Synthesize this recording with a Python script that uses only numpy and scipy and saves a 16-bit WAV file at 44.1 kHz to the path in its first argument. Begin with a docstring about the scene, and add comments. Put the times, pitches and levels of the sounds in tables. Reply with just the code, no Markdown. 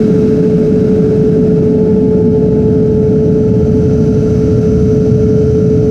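"""A loud, beating hum over a low rumble of air, from a camera microphone in the cockpit of a model jet.
The hum is two electric ducted fans, slightly out of step, shaking the airframe; their whine sits on top.
Air buffets the fuselage and hisses over the canopy. About halfway the jet rolls and pulls into a dive,
and the flow turns deeper and rougher. The camera's limiter rides the loud low end."""
import sys
import numpy as np
from scipy import signal
from scipy.fft import rfft, irfft, next_fast_len
from scipy.io import wavfile
from scipy.ndimage import uniform_filter1d, minimum_filter1d, map_coordinates

SR = 44100
rng = np.random.default_rng(int(sys.argv[2]) if len(sys.argv) > 2 else 0)


def persist_wave(psi):
    """Save psi, clipped to +-1, as 16-bit WAV."""
    counts = np.round(np.clip(psi, -1, 1) * 32767).astype(np.int16)
    wavfile.write(sys.argv[1], SR, np.atleast_2d(counts).T)


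N = 260190

# Whine of each fan. Each row: shaft order, relative level in dB in straight flow, then in a full pull.
FIRST_FAN_ORDERS = [(3, -54.5, -53), (4, -60.5, -58.5), (5, -73, -69.5), (7, -69, -61), (8, -80.5, -72.5),
                    (9, -73.5, -75), (10, -74, -68.5), (11, -78, -65), (13, -75, -70), (14, -78, -61),
                    (15, -77.5, -74), (17, -72, -73.5), (22, -89, -86), (24, -73, -65), (30, -99.5, -86.5)]
SECOND_FAN_ORDERS = [(5, -70.5, -59.5), (7, -66, -61.5), (9, -78, -73), (10, -65.5, -62), (11, -79, -69.5),
                     (12, -73, -64.5), (14, -79.5, -69.5), (17, -73.5, -69), (24, -76.5, -70),
                     (30, -98, -87.5)]
# Spectra of the buffeting on the fuselage. Each row: frequency in Hz, relative level in dB.
BUFFET_STRAIGHT_SPECTRUM = [(20, -27), (45, -16.5), (80, -13), (135, -5.5), (178, -4), (215, -0.5),
                            (280, -3), (330, -11.5), (410, -12.5), (480, -22), (570, -18), (700, -28),
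                            (900, -41.5), (1300, -79)]
BUFFET_PULL_SPECTRUM = [(20, -32), (45, -16.5), (75, -1), (140, 2), (220, -2), (305, -8), (365, -26),
                        (450, -13), (530, -22), (595, -22.5), (700, -27), (900, -47), (1300, -80)]
# Spectra of the air over the canopy and in the ducts. Each row: frequency in Hz, relative level in dB.
HISS_STRAIGHT_SPECTRUM = [(400, -19.5), (900, -2.5), (1550, 4), (1850, -3.5), (2600, -6), (3300, -10),
                          (4250, -11.5), (5500, -9), (6500, -11.5), (7200, -18.5), (8400, -18.5),
                          (11000, -32), (12300, -24), (15000, -29.5)]
HISS_PULL_SPECTRUM = [(400, -19), (900, -3.5), (1500, -0.5), (1850, -6), (2600, -8), (3350, -13),
                      (4250, -12), (5700, -5), (7000, -17.5), (7700, -18), (9700, -28.5), (11100, -37),
                      (12200, -24), (15000, -37)]
# Resonances of the hollow fuselage and of the ducts.
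# Each row: centre in Hz, width in Hz, lift in dB in straight flow, then in a full pull.
FUSELAGE_MODES = [(176.2, 27, 6.5, 0.5), (249, 17, 0, 2), (587, 32, -1, 5.5)]
DUCT_MODES = [(1374, 89, 5, 11), (2210, 110, 4, 0.5), (2630, 160, 4, 4), (3910, 170, 6, 5.5),
              (4670, 180, 3, 3.5), (6070, 230, 1.5, 9.5), (6640, 150, 0.5, 4), (7560, 200, 3, 4),
              (8200, 180, 1, 1), (9140, 250, 3.5, 2.5), (10500, 100, 3, 17), (14600, 350, 2.5, -0.5)]
# Rush of air, weakest at the top of the climb. Each row: time in seconds, relative level in dB.
AIR_RUSH = [(0.1, -40.5), (0.46, -42.5), (0.89, -42.5), (2.2, -47), (3.26, -46.5), (4.32, -42.5),
            (5.8, -44.5)]

BLADE_COUNT = 12
PULL_S, EASE_S = 3.45, 4.2  # the pull is half built, then starts to ease
HUM_DB, HUM_SINK_DB, SINK_S, SINK_HALF_LENGTH_S = -10.5, 2.5, 4.2, 0.81
OCTAVE_DB, OCTAVE_SWELL_DB, OCTAVE_DROP_DB = -45.5, 8.5, 5
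OCTAVE_PEAK_S, OCTAVE_RISE_S, OCTAVE_SETTLE_S, OCTAVE_DROP_S = 2.1, 0.73, 0.9, 0.39
TIME = np.arange(N) / SR


def fan_hum(first, second, second_db, sum_db, waver_db, octave_waver_db):
    """Rotor imbalance shakes the airframe around the microphone; the fans beat about 13 times a second."""
    # the once-a-turn hum sinks for a while as the pull builds
    sink = np.exp(-((TIME - SINK_S) / SINK_HALF_LENGTH_S) ** 4)
    hum_db = HUM_DB - HUM_SINK_DB * sink + waver_db * wobble(9.3)
    hum = np.sin(first) + amp(second_db + wobble(2.0)) * np.sin(second)
    # the flexing frame adds the octave and the sum of both speeds; they swell, settle, then drop
    since_peak = TIME - OCTAVE_PEAK_S
    rise = np.clip(1 + since_peak / OCTAVE_RISE_S, 0, 1)
    swell = rise * np.exp(-np.maximum(since_peak, 0) / OCTAVE_SETTLE_S)
    drop = np.clip((TIME - EASE_S) / OCTAVE_DROP_S, 0, 1)
    octave_db = OCTAVE_DB + OCTAVE_SWELL_DB * swell - OCTAVE_DROP_DB * drop
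    octave_db += octave_waver_db * wobble(7.9)
    octave = np.sin(2 * first) + amp(sum_db) * np.sin(first + second)
    return np.sqrt(2) * (amp(hum_db) * hum + amp(octave_db) * octave)


def shaft_angle(start_hz, sag_hz_per_s, jitter_hz):
    """Angle in radians of a rotor that slowly loses speed and trembles a little."""
    speed_hz = start_hz - sag_hz_per_s * TIME + jitter_hz * wobble(25)
    return 2 * np.pi * (np.cumsum(speed_hz) / SR + rng.random())


def fuselage_buffet(eddy_size, level_db):
    """Eddies drum on the hollow fuselage, close on all sides; larger ones sound deeper."""
    drumming = turbulence(BUFFET_STRAIGHT_SPECTRUM, BUFFET_PULL_SPECTRUM, FUSELAGE_MODES, eddy_size)
    return amp(level_db) * drumming


def canopy_hiss(pull, level_db, brighten, split_hz):
    """Air rushes over the canopy and rings in the ducts; a stronger rush is also brighter."""
    air = turbulence(HISS_STRAIGHT_SPECTRUM, HISS_PULL_SPECTRUM, DUCT_MODES, pull)
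    rush_db = air_rush_db()
    low = filtered(air, lambda hz: 1 / (1 + (hz / split_hz) ** 6))
    treble = (air - low) * amp(brighten * (rush_db - rush_db.max()))
    return (low + treble) * amp(rush_db + level_db)


def fan_whine(angle, orders, pull, gain_db, waver_db):
    """Overtones of one rotor; each wavers as the blades chop uneven air."""
    whine = np.zeros(N)
    for order, straight_db, pull_db in orders:
        level_db = straight_db + pull * (pull_db - straight_db) + gain_db + waver_db * wobble(11)
        whine += amp(level_db) * np.sin(order * angle + 2 * np.pi * rng.random())
    return np.sqrt(2) * whine


def blade_whistle(angle, pull, level_db, follows_rush, skew_loss_db, waver_db):
    """Blades whistle faintly past the stators: louder in a fast rush, fading as the inflow skews."""
    rush_db = air_rush_db()
    tone_db = level_db + follows_rush * (rush_db - rush_db.max()) - skew_loss_db * pull
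    tone_db += waver_db * wobble(8)
    return np.sqrt(2) * amp(tone_db) * np.sin(BLADE_COUNT * angle)


def manoeuvre(midpoint_s, rise_s, ease_per_s):
    """Share 0-1 of the full pull: it builds smoothly, then may ease a little."""
    build = 1 / (1 + np.exp((midpoint_s - TIME) / rise_s))
    return np.clip(build - ease_per_s * np.maximum(TIME - EASE_S, 0), 0, 1)


def air_rush_db():
    """Relative level of the passing air at each sample."""
    return np.interp(TIME, *np.transpose(AIR_RUSH))


def turbulence(straight, pulled, modes, share):
    """Resonant noise of rms 1 whose colour slides from straight flow to a full pull as share grows."""
    white = rng.standard_normal(N)
    calm = unit_rms(filtered(white, lambda hz: amp(spectrum_db(straight, hz) + lift_db(modes, hz)[0])))
    skewed = unit_rms(filtered(white, lambda hz: amp(spectrum_db(pulled, hz) + lift_db(modes, hz)[1])))
    return unit_rms((1 - share) * calm + share * skewed)


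def lift_db(modes, hz):
    """Bell-shaped lift from resonances: one row for straight flow, one for a full pull."""
    centre, width, *lifts = np.transpose(modes)
    bells = np.exp(-2 * ((hz - centre[:, None]) / width[:, None]) ** 2)
    return np.array(lifts) @ bells


def spectrum_db(points, hz):
    """Level of a spectrum, read between its points on a log frequency axis."""
    point_hz, point_db = np.transpose(points)
    return np.interp(np.log(hz + 1), np.log(point_hz + 1), point_db)


def filtered(x, response):
    """Shape x with a gain that depends on frequency."""
    size = next_fast_len(N + SR // 2)
    return irfft(rfft(x, size) * response(np.fft.rfftfreq(size, 1 / SR)), size)[:N]


def wobble(rate):
    """A smooth random curve, rate knots a second."""
    knots = rng.standard_normal(int(N * rate / SR) + 4)
    return map_coordinates(knots, [TIME * rate])


def amp(db):
    """Decibels to gain."""
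    return 10 ** (np.asarray(db) / 20)


def unit_rms(x):
    """Scale to rms 1."""
    return x / np.sqrt(np.mean(x ** 2) + 1e-20)


def limiter_gain(x, ceiling_db, knee, hold_s, ramp_s):
    """The camera's gain ducks softly just ahead of each peak, holds briefly and comes back."""
    hold, ramp = int(hold_s * SR), int(ramp_s * SR)
    needed = (1 + (np.abs(x) / amp(ceiling_db)) ** knee) ** (-1 / knee)
    held = minimum_filter1d(needed, hold + ramp, origin=hold // 2)
    return uniform_filter1d(uniform_filter1d(held, ramp // 2), ramp // 2)


def scene():
    """Both fans and the airflow at close range, in mono from inside the cockpit."""
    pull = manoeuvre(PULL_S, rise_s=0.44, ease_per_s=0.12)  # skews the air entering the ducts
    eddy_size = manoeuvre(PULL_S - 0.5, rise_s=0.65, ease_per_s=0)  # eddies grow ahead of the pull
    first = shaft_angle(start_hz=431.4, sag_hz_per_s=0.04, jitter_hz=0.035)
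    second = shaft_angle(start_hz=445.0, sag_hz_per_s=0.32, jitter_hz=0.1)
    fans = fan_hum(first, second, second_db=-15.5, sum_db=-10.5, waver_db=0.25, octave_waver_db=1.8)
    fans += blade_whistle(first, pull, level_db=-56.5, follows_rush=0.9, skew_loss_db=11.5, waver_db=1.0)
    fans += fan_whine(first, FIRST_FAN_ORDERS, pull, gain_db=0.5, waver_db=1.5)
    fans += fan_whine(second, SECOND_FAN_ORDERS, pull, gain_db=2.5, waver_db=1.5)
    air = fuselage_buffet(eddy_size, level_db=-8.0)
    air += canopy_hiss(pull, level_db=5.0, brighten=0.3, split_hz=3400)
    return (fans + air)[None]


def record(dry):
    """The on-board camera limits the loud low end, ducks the treble less and cuts off the very top."""
    split_hz, top_hz, fade_in_s = 900, 15150, 0.003
    gain = limiter_gain(dry[0], ceiling_db=-0.5, knee=4.3, hold_s=0.0081, ramp_s=0.0056)
    low = signal.sosfiltfilt(signal.butter(4, split_hz, fs=SR, output="sos"), dry[0])
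    limited = low * gain + (dry[0] - low) * gain ** 0.62
    limited *= np.minimum(TIME / fade_in_s, 1)
    band_limit = signal.ellip(10, 0.1, 90, top_hz, fs=SR, output="sos")
    return signal.sosfilt(band_limit, limited)[None]


dry = scene()
out = record(dry)
persist_wave(out)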